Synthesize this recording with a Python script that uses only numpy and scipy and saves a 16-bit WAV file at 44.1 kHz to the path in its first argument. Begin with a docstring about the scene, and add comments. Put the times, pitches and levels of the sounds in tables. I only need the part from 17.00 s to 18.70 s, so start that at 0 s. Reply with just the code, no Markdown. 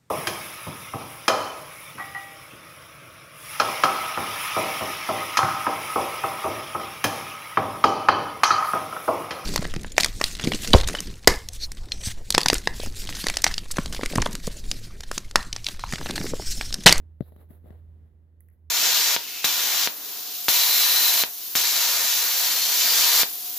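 """One dull thump and a few lighter knocks sound right at the microphone, with dry scuffs between them;
three small sharp ticks follow, over a low wavering hum and soft room noise. The knocks and scuffs are
most likely a hand shifting its grip on the recorder, beside a budgie cage in a quiet room. Each knock
is an impact that excites heavily damped modes, each scuff is friction made of many tiny catches, and
each tick is a hard snap that rings one short resonance."""
import sys
import numpy as np
from scipy import signal
from scipy.fft import rfft, irfft
from scipy.io import wavfile

SR = 44100
rng = np.random.default_rng(int(sys.argv[2]) if len(sys.argv) > 2 else 0)


def bounce(signal):
    """Save signal as a 16-bit WAV file at the path given by the first command-line argument."""
    frames = np.transpose(np.atleast_2d(signal))
    limited = np.clip(frames, -1, 1)
    pcm = np.round(limited * 32767).astype(np.int16)
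    wavfile.write(sys.argv[1], SR, pcm)


N = 74970

# spectrum of low rubbing noise: frequency_hz, relative_db
RUB_SPECTRUM = [(90, -20), (220, -8.5), (380, 7), (620, 1.5), (800, -4.5), (1000, -17), (2000, -49.5)]
# spectrum of high hiss: frequency_hz, relative_db
HISS_SPECTRUM = [(4000, -41), (6800, -33.5), (7800, -34.5), (9600, -28.5), (10300, -11), (11000, 2.5),
                 (12000, -5), (13300, 0), (15800, -5.5)]


def knocks():
    """Impact excitation: force pulses drive damped modes, with bursts of noise and a faint wiry ring."""
    # impacts: start_s, thud_db, crack_db, fizz_db, crack_pan_db, contact_s
    impacts = [(0.2069, -12, -43.5, -56, 4.5, 0.0012), (0.2226, -31, -62, -66, 0, .0013),
               (0.3218, -42.5, -61.5, -76, 2, 0.00064), (0.3629, -42.5, -56, -59, 0.5, 0.00071),
               (0.386, -43, -83, -87, 1, 0.0021), (0.5053, -33, -62.5, -59.5, 6.5, .0015),
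               (0.5100, -44.5, -88, -62, 9, 0.00078), (0.6420, -40, -73.5, -76, 4, 0.0013),
               (0.6585, -43.5, -73, -76, 2, 0.00052), (0.7052, -33, -59, -87, 15, 0.0011)]
    # modes of the struck body: frequency_hz, t60_s, left_db, right_db
    modes = [(143, 0.042, -3, -11.5), (203, 0.0227, 0, -15), (358, 0.014, -4.5, -26),
             (556, 0.032, -3.5, -40), (610, 0.046, -11.5, -38)]
    # spectrum of the contact crack: frequency_hz, relative_db
    crack_spectrum = [(300, 2), (800, -11), (1200, 4.5), (1500, 0), (1900, 6), (2450, -10.5), (3000, -2.5),
                      (4100, -13), (4900, -23.5), (6000, -20.5), (7000, -39), (8500, -19.5), (11000, -40)]
    t = clock()
    body = sum(undb([[left_db], [right_db]]) * -np.cos(2 * np.pi * hz * t) * decay(0, t60_s)
               for hz, t60_s, left_db, right_db in modes)
    body = butterworth(body, order=1, hz=65, kind="high")
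    force = crack = fizz = ring = wire = 0
    for start_s, thud_db, crack_db, fizz_db, crack_pan_db, contact_s in impacts:
        # a longer contact spreads the same impulse out and sounds duller
        pulse = np.exp(-np.pi * ((t - start_s) / contact_s - 1) ** 2) / (contact_s * SR)
        force += undb(thud_db) * pulse
        crack += undb(crack_db) * pan(crack_pan_db) * decay(start_s, t60_s=0.013)
        fizz += undb(fizz_db) * decay(start_s, t60_s=0.014)
        ring += undb(thud_db - 30.5) * decay(start_s, t60_s=0.046)
        wire += undb(crack_db - 28.5) * decay(start_s, t60_s=0.38)
    thuds = signal.fftconvolve(force[None], body, axes=1)[:, :N]
    return (thuds
            + colour(crack * noise(correlation=0.21), crack_spectrum)
            + hiss(fizz, pan_db=-17)
            + colour(ring * noise(correlation=0.95), RUB_SPECTRUM)
            + colour(wire * noise(correlation=0.33), resonance(hz=3900, width_hz=190)))


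def scuffs():
    """Dry friction: tiny catches of uneven strength modulate a low rub, a rasp and a high hiss."""
    # sliding strokes: start_s, rise_s, fall_s, rub_db, rasp_db, hiss_db
    strokes = [(0.189, 0.096, 0.025, -65, -70.5, -68.5), (0.285, 0.033, 0.15, -67, -80, -76),
               (0.368, 0.043, 0.06, -63, -68, -71), (0.482, 0.032, 0.097, -61, -67.5, -65.5),
               (0.625, 0.048, 0.08, -57.5, -69, -74), (0.68, 0.07, 0.093, -64.5, -71.5, -81.5),
               (1.04, 0.034, 0.018, -76, -83, -88), (1.405, 0.0093, 0.072, -91, -87, -75),
               (1.509, 0.02, 0.039, -88, -86, -78.5)]
    # spectrum of the rasp: frequency_hz, relative_db
    rasp_spectrum = [(500, -15.5), (950, 3), (1900, -0.5), (2500, -9.5), (3900, -9.5), (4800, -20),
                     (6300, -31), (7600, -18), (9200, -21), (12000, -46)]
    catches_per_s, spread_db = 600, 2
    catch_index = np.cumsum(rng.random(N) < catches_per_s / SR)
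    grit = unit_power(undb(spread_db * rng.standard_normal(N + 1))[catch_index])
    rub, rasp, high = sum(undb(levels_db)[:, None] * slide(start_s, rise_s, fall_s)
                          for start_s, rise_s, fall_s, *levels_db in strokes)
    return (colour(grit * rub * noise(correlation=0.73), RUB_SPECTRUM) * pan(10.5)
            + colour(grit * rasp * noise(correlation=0.13), rasp_spectrum) * pan(4)
            + hiss(np.sqrt(grit) * high, pan_db=-17))


def slide(start_s, rise_s, fall_s):
    """Friction noise follows sliding speed: the envelope of one scuff builds up and eases off."""
    age = clock() - start_s
    ramp = np.minimum(age / rise_s, (rise_s + fall_s - age) / fall_s)
    return np.clip(ramp, 0, 1) ** 1.175


def ticks():
    """Free decay: each hard snap rings one resonance, with a scratch, a faint tail and a bright fizz."""
    # snaps, three strong and three faint: start_s, ring_db, fizz_db, fizz_cutoff_hz
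    snaps = [(1.4060, -56, -47, 19000), (1.486, -52.5, -53.5, 11500), (1.5007, -58.5, -60, 11500),
             (1.5100, -66, -82, 11500), (1.525, -65, -75, 11500), (1.5370, -70.5, -80, 11510)]
    ring_hz, ring_t60_s = 1950, 0.0054
    ring = scratch = tail = fizz = 0
    for start_s, ring_db, fizz_db, fizz_cutoff_hz in snaps:
        envelope = undb(ring_db) * decay(start_s, ring_t60_s)
        ring += envelope * np.sin(2 * np.pi * ring_hz * (clock() - start_s))
        scratch += envelope * undb(-11.5)
        tail += undb(ring_db - 27.5) * decay(start_s, t60_s=0.13)
        burst = hiss(undb(fizz_db) * decay(start_s, t60_s=0.0056), pan_db=-16)
        fizz += butterworth(burst, order=3, hz=fizz_cutoff_hz, kind="low")
    ring = butterworth(ring, order=1, hz=[ring_hz / 1.01, ring_hz * 1.12], kind="band")
    ring_noise = colour((scratch + tail) * noise(correlation=0.18), resonance(ring_hz, width_hz=260))
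    return (ring + ring_noise) * pan(10) + fizz


def hiss(envelope, pan_db):
    """Friction noise: a bright band placed by pan_db, and a softer, lower whisper on the left."""
    bright = colour(envelope * noise(), HISS_SPECTRUM)
    whisper = colour(envelope * noise(), resonance(hz=8020, width_hz=750)) * undb(-24.5)
    return bright * pan(pan_db) + whisper * pan(10)


def hum():
    """Amplitude and frequency modulation: a low machine-like tone wavers, reaching the left later."""
    # course of the hum: time_s, level_db, pitch_hz
    course = [(0.0, -47, 79.6), (0.316, -50.5, 80.63), (0.624, -50.5, 82.4), (0.666, -47.5, 82.3),
              (0.994, -47, 80.8), (1.136, -59.5, 81.54), (1.174, -55.5, 80.8), (1.496, -53, 82.06),
              (1.556, -61.5, 81.2), (1.67, -48.5, 79.5), (1.7, -47.5, 81.95)]
    delay_s = np.array([[0.0001], [0]])
    pitch_hz = curve(course, column=2)
    phase = 2 * np.pi * (np.cumsum(pitch_hz) / SR - pitch_hz * delay_s)
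    return np.sqrt(2) * np.sin(phase) * undb(curve(course) - 0.5) * pan(-4.5)


def room():
    """Partly coherent noise: a soft rumble, most alike on both sides in the bass, under thin air."""
    # spectrum of the room noise: frequency_hz, relative_db
    rumble_spectrum = [(25, -22.5), (42, -1.5), (60, 7.5), (85, 5.5), (120, -4), (170, -6), (260, -11),
                       (480, -19), (750, -29), (1400, -36.5), (1950, -36), (2400, -44), (3600, -45.5),
                       (5400, -54), (16000, -53)]
    # envelope of the rumble: time_s, level_db
    rumble_levels = [(0, -53.5), (0.2, -61), (0.7, -56), (1.05, -55.5), (1.12, -59.5), (1.35, -61.5),
                     (1.7, -63)]
    # envelope of the thin high air: time_s, level_db
    air_levels = [(0, -91.5), (0.2, -89), (0.27, -81), (0.75, -83), (1.12, -91), (1.39, -95.5), (1.43, -78),
                  (1.6, -88), (1.7, -91)]
    bin_hz = np.arange(N // 2 + 1) * SR / N
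    stereo_width = np.clip(bin_hz / 1110, 0.35, 0.85)
    mid, side = rfft(noise()) * response(rumble_spectrum)
    rumble = irfft([mid + stereo_width * side, mid - stereo_width * side], N)
    air = colour(noise(), HISS_SPECTRUM)
    return rumble * undb(curve(rumble_levels)) * pan(-3) + air * undb(curve(air_levels))


def undb(db):
    """Amplitude ratio for a level in decibels."""
    return 10 ** (np.asarray(db) / 20)


def clock():
    """Time of each sample in seconds."""
    return np.arange(N) / SR


def curve(rows, column=1):
    """Linear interpolation of one table column over time."""
    rows = np.array(rows)
    return np.interp(clock(), rows[:, 0], rows[:, column])


def pan(db):
    """Left and right gains for a level difference; positive is to the left."""
    return undb(np.array([[db], [-db]]) / 2)


def decay(start_s, t60_s):
    """Exponential damping: a sudden onset that falls 60 dB in t60_s."""
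    age = clock() - start_s
    return (age >= 0) * np.exp(-np.log(1000) * np.maximum(age, 0) / t60_s)


def noise(correlation=0):
    """Stereo white noise, correlated through a part common to both sides."""
    common = np.sqrt(correlation) * rng.standard_normal(N)
    return common + np.sqrt(1 - correlation) * rng.standard_normal((2, N))


def unit_power(x):
    """Normalisation to a mean square of one."""
    return x / np.sqrt(np.mean(x ** 2))


def resonance(hz, width_hz):
    """Spectrum of one resonant peak, 8 dB down at width_hz to either side."""
    return [(hz / 2, -35), (hz - width_hz, -8), (hz, 0), (hz + width_hz, -8),
            (hz * 1.64, -32), (hz * 3, -55)]


def response(spectrum):
    """Magnitude response of unit power through (frequency_hz, relative_db) points."""
    hz, db = np.array(spectrum).T
    bin_hz = np.arange(N // 2 + 1) * SR / N
    return unit_power(undb(np.interp(np.log(bin_hz + 1), np.log(hz), db)))


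def colour(x, spectrum):
    """Minimum-phase filtering: folding the cepstrum makes the response causal."""
    cepstrum = irfft(np.log(response(spectrum)), N)
    cepstrum[1:N // 2] *= 2
    cepstrum[N // 2 + 1:] = 0
    return irfft(rfft(x) * np.exp(rfft(cepstrum)), N)


def butterworth(x, order, hz, kind):
    """Filtering with a maximally flat passband."""
    return signal.sosfilt(signal.butter(order, hz, kind, fs=SR, output="sos"), x)


def scene():
    """Superposition: all sources add at the microphone."""
    return knocks() + scuffs() + ticks() + hum() + room()


def record(dry):
    """Band limiting: a steep low-pass filter cuts the highest treble."""
    cutoff_hz = 16000
    return signal.sosfilt(signal.ellip(10, 0.2, 70, cutoff_hz, fs=SR, output="sos"), dry)


dry = scene()
out = record(dry)
bounce(out)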